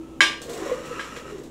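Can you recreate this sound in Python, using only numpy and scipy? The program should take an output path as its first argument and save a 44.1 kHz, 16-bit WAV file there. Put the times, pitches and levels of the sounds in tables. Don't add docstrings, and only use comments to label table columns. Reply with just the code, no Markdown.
import sys
import numpy as np
from scipy import signal
from scipy.fft import rfft, irfft
from scipy.io import wavfile
from scipy.ndimage import uniform_filter1d

SR = 44100
rng = np.random.default_rng(int(sys.argv[2]) if len(sys.argv) > 2 else 0)


def waveform_to_disk(signal):
    frames = np.transpose(np.atleast_2d(signal))
    scaled = np.clip(frames, -1, 1) * 32767
    samples = np.round(scaled).astype(np.int16)
    wavfile.write(sys.argv[1], SR, samples)


N = 66150
T = np.arange(N) / SR

# [dB per Hz, relative]
TICK_COLOUR = [(500, 6), (2000, -7.5), (3800, 1), (5000, -4), (7600, 1), (10000, -10), (13000, -13),
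               (15500, -14)]


def undb(db):
    return 10 ** (np.asarray(db) / 20)


def unit(x):
    return x / np.sqrt(np.mean(x ** 2))


def curve(rows, axis=1):
    rows = np.array(rows)
    return np.interp(T, rows[:, 0], rows[:, axis])


def noise():
    return rng.standard_normal(N)


def colour(x, points):
    hz, db = np.array(points).T
    f = np.maximum(np.fft.rfftfreq(N, 1 / SR), 1)
    gain = undb(np.interp(np.log(f), np.log(hz), db))
    return unit(irfft(rfft(x) * gain, N))


def fade(start, t60, rise=0.00034):
    age = np.maximum(T - start, 0)
    return (1 - np.exp(-age / rise)) * np.exp(-np.log(1000) * age / t60)


def walk(rate):
    k = int(SR / rate)
    smooth = uniform_filter1d(noise(), k, mode="wrap")
    return unit(uniform_filter1d(smooth, k, mode="wrap"))


def kitchen(x, wet_db):
    gap_s, room_t60_s = 0.00408, 0.23
    tail = noise() * fade(gap_s, room_t60_s)
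    tail = tail / np.linalg.norm(tail)
    return x + undb(wet_db) * signal.fftconvolve(x, tail)[:N]


def slips():
    slips_per_s, scatter_db = 1500, 2
    happens = rng.random(N) < slips_per_s / SR
    size = undb(scatter_db * np.minimum(rng.exponential(size=N), 4))
    return happens * rng.choice([-1, 1], N) * size


def ringing(hz, width_hz):
    turn = np.exp(2j * np.pi * np.cumsum(hz) / SR)
    lowpass = signal.butter(2, width_hz / 2, fs=SR, output="sos")
    return unit((signal.sosfilt(lowpass, slips() / turn) * turn).real)


def knocks():
    # start_s, level_db, corner_hz [brightness of the contact],
    # clatter_db [relative to the blow], free [share of the ring time left by the resting spoon]
    blows = [(0.2058, -0.5, 9100, -13.5, 0.95), (0.9937, -17.5, 1980, -18, 0.79),
             (1.1622, -27, 3000, -17, 0.43)]
    pot_hz = [328, 1075, 1174, 1547, 1612, 1640, 1810, 2000, 2227, 2334, 2524, 2866, 3095, 3176, 3496, 3563,
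              3885, 4140, 5045, 5749, 6944]
    # level_db [relative to the blow], t60_s [before the spoon shortens it]
    pot_ring = [(-33, 0.55), (-17, 0.053), (-22, 0.46), (-28, 0.25), (-20, 0.47), (-6.5, 0.12), (-33, 0.57),
                (-12, 0.054), (-16, 0.27), (-28, 0.34), (-19.5, 0.17), (-29, 0.55), (-18.5, 0.13),
                (-27, 0.47), (-36, 0.44), (-26.5, 0.39), (-23.5, 0.3), (-36, 0.65), (-27.5, 0.36),
                (-33.5, 0.41), (-25, 0.16)]
    # [dB per Hz, relative]
    clatter_colour = [(100, -42), (230, -23), (390, 0), (480, -9), (580, -3), (720, -11), (950, 0.5),
                      (1100, -7.5), (1350, -8.5), (1650, -1.5), (3100, -1.5), (4400, -9), (5100, -6.5),
                      (6200, -11.5), (6900, -12), (7700, -16), (8100, -9.5), (8500, -15), (9300, -17.5),
                      (10100, -24), (10600, -16), (11300, -30), (12500, -29), (15500, -37)]
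    crack_db, crack_t60_s = -12.5, 0.026
    clatter_t60_s, bloom_s, treble_loss_per_hz = 0.38, 0.004, 0.00002
    width_at_1khz_hz, plain_db = 50, -3.5

    f = np.fft.rfftfreq(N, 1 / SR)
    edges = np.geomspace(60, 16000, 9)
    peaks = []
    for hz in pot_hz:
        width_hz = width_at_1khz_hz * np.sqrt(hz / 1000)
        peaks.append(1 / (1 + (2 * (f - hz) / width_hz) ** 2))
    near_modes = undb(plain_db) + np.max(peaks, axis=0)

    out = 0
    for start, db, corner_hz, clatter_db, free in blows:
        ring = 0
        for hz, (mode_db, t60) in zip(pot_hz, pot_ring):
            tone = np.sin(2 * np.pi * (hz * (T - start) + rng.random()))
            ring = ring + undb(mode_db) * fade(start, t60 * free) * tone
        crack = undb(crack_db) * colour(noise(), clatter_colour) * fade(start, crack_t60_s)
        blow = signal.lfilter(*signal.butter(2, corner_hz, fs=SR), ring + crack)

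        gathered = irfft(rfft(noise()) * near_modes, N)
        spectrum = rfft(colour(gathered, clatter_colour))
        for lo, hi in zip(edges, edges[1:]):
            band = irfft(spectrum * ((f >= lo) & (f < hi)), N)
            band_t60_s = clatter_t60_s / (1 + treble_loss_per_hz * lo)
            blow = blow + undb(clatter_db) * band * fade(start, band_t60_s, bloom_s)
        out = out + undb(db) * blow
    return out


def bumps():
    # start_s, pitch_hz, level_db [before the doubling below]
    bump_table = [(0.415, 476, -37), (0.460, 470, -29), (0.494, 467, -24.5), (0.534, 439, -28),
                  (0.556, 438, -42), (0.576, 401, -30.5), (0.620, 388, -24), (0.658, 557, -23.5),
                  (0.688, 538, -27.5), (0.714, 497, -12), (0.738, 505, -23), (0.778, 532, -26.5),
                  (0.8, 484, -29.5), (0.909, 480, -25), (1.171, 470, -32), (1.254, 413, -30),
                  (1.322, 408, -27.5), (1.343, 379, -29), (1.383, 393, -31.5), (1.413, 405, -34.5)]
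    rise_s, t60_s, room_db = 0.0062, 0.066, -10
    bumping = 0
    for start, hz, db in bump_table:
        tone = np.sin(2 * np.pi * hz * (T - start))
        bumping = bumping + undb(db) * fade(start, t60_s, rise_s) * tone
    return kitchen(2 * bumping, room_db)


def rubbing():
    # time_s, level_db
    rub_level = [(0, -61), (0.40, -82), (0.49, -44.5), (0.56, -44), (0.68, -37.5), (0.77, -41.5),
                 (0.87, -41.5), (0.96, -41.5), (1.04, -40), (1.13, -43), (1.18, -40.5), (1.24, -50),
                 (1.31, -44), (1.40, -51.5), (1.5, -60)]
    # [dB per Hz, relative]
    rub_colour = [(250, -12), (480, 8.5), (700, 1), (860, -1), (1080, 8), (1450, 5), (1630, 4.5), (1780, 3),
                  (1950, 4.5), (2130, -1.5), (2340, 0), (2480, -4.5), (2850, 2.5), (3250, -5), (3600, -4.5),
                  (4200, -6.5), (4800, -12.5), (5650, -3.5), (6150, -9), (6700, -6), (7650, -5.5),
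                  (8400, -18), (9200, -12), (10300, -25), (11200, -15.5), (11700, -23), (12200, -16),
                  (13000, -26), (15500, -33)]
    room_db = 1
    rasp = kitchen(colour(slips(), rub_colour), room_db)
    return undb(curve(rub_level)) * unit(rasp)


def singing():
    # time_s, level_db, pitch_hz
    song = [(0, -56.5, 1301), (0.2, -63.5, 1305), (0.4, -64, 1100), (0.55, -51, 1075), (0.71, -40.5, 1078),
            (0.77, -50, 1200), (0.82, -47, 1285), (0.99, -39, 1312), (1.12, -47, 1305), (1.3, -48.5, 1305),
            (1.38, -86, 1305), (1.5, -87, 1305)]
    width_hz, clean_db = 84, -5
    overtone_width_hz, overtone_db = 420, -9
    hz = curve(song, axis=2)
    phase_waver = 0.37 * walk(17)
    clean = unit(np.sin(2 * np.pi * np.cumsum(hz) / SR + phase_waver))
    tone = unit(ringing(hz, width_hz) + undb(clean_db) * clean)
    overtone = undb(overtone_db) * ringing(2 * hz, overtone_width_hz)
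    return undb(curve(song)) * (tone + overtone)


def churning():
    # time_s, level_db, centre_hz
    churn = [(0, -53.5, 414), (0.39, -48.5, 442), (0.5, -38, 441), (0.62, -37, 450), (0.69, -34.5, 463),
             (0.8, -40.5, 454), (0.95, -43.5, 444), (1.1, -49, 452), (1.22, -46, 450), (1.34, -44.5, 430),
             (1.5, -48, 430)]
    # time_s, level_db, centre_hz
    glide = [(0.42, -73, 635), (0.5, -49.5, 678), (0.57, -47.5, 710), (0.63, -46, 734), (0.7, -52.5, 757),
             (0.78, -68, 780), (1.5, -80, 764)]
    churn_width_hz, glide_width_hz = 171, 49
    low = undb(curve(churn)) * ringing(curve(churn, axis=2), churn_width_hz)
    high = undb(curve(glide)) * ringing(curve(glide, axis=2), glide_width_hz)
    return low + high


def ticks():
    # start_s, level_db
    tick_table = [(0.417, -33), (0.4952, -34), (0.5334, -34.5), (0.576, -38.5), (0.655, -41.5),
                  (0.8535, -41), (1.1636, -41), (1.2974, -50.5), (1.3816, -47.5), (1.4345, -45)]
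    t60_s, tail_db, tail_t60_s = 0.013, -5, 0.31
    power = 0
    for start, db in tick_table:
        burst = fade(start, t60_s)
        tail = undb(tail_db) * fade(start, tail_t60_s)
        power = power + undb(db) ** 2 * (burst ** 2 + tail ** 2)
    return np.sqrt(power) * colour(noise(), TICK_COLOUR)


def grit():
    # time_s, level_db
    grit_level = [(0.38, -91), (0.43, -63), (0.48, -70), (0.52, -48), (0.6, -52), (0.69, -58), (0.76, -58),
                  (1.15, -85), (1.5, -76)]
    grains_per_s, room_db = 240, -15
    grains = (rng.random(N) < grains_per_s / SR) * noise()
    crackle = kitchen(colour(grains, TICK_COLOUR), room_db)
    return undb(curve(grit_level)) * unit(crackle)


def wavering_tone(hz):
    phase_waver = 0.35 * walk(9)
    return unit(np.sin(2 * np.pi * (hz * T + rng.random()) + phase_waver))


def background():
    # pitch_hz, level_db, waver_db [typical size of the level drift]
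    hums = [(59.5, -54.5, 0.5), (151.3, -56, 3)]
    # time_s, level_db
    drone = [(0, -32.5), (0.07, -51), (0.12, -40), (0.19, -50), (0.37, -48), (0.47, -70), (0.62, -35.5),
             (0.74, -50.5), (0.85, -45.5), (1.0, -45.5), (1.07, -87), (1.25, -55), (1.32, -42),
             (1.5, -48.5)]
    # [dB per Hz, relative]
    air_colour = [(25, -8.5), (90, -11), (130, -4), (180, -6.5), (260, 2), (400, -9), (600, -15),
                  (1050, -18.5), (1300, -25.5), (1900, -31.5), (3000, -27.5), (4700, -36), (6800, -32.5),
                  (10000, -38.5), (15500, -46)]
    drone_hz, air_db = 327.4, -45
    hum = 0
    for hz, db, waver_db in hums:
        hum = hum + undb(db + waver_db * walk(12)) * wavering_tone(hz)
    low_tone = undb(curve(drone)) * wavering_tone(drone_hz)
    air = undb(air_db) * colour(noise(), air_colour)
    return hum + low_tone + air


def scene():
    spoon = knocks() + bumps() + rubbing() + singing() + churning()
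    food = ticks() + grit()
    return (spoon + food + background())[None]


def record(dry):
    top_hz = 15700
    lowpass = signal.ellip(12, .2, 80, top_hz, fs=SR, output="sos")
    return signal.sosfilt(lowpass, np.clip(dry, -1, 1))


dry = scene()
out = record(dry)
waveform_to_disk(out)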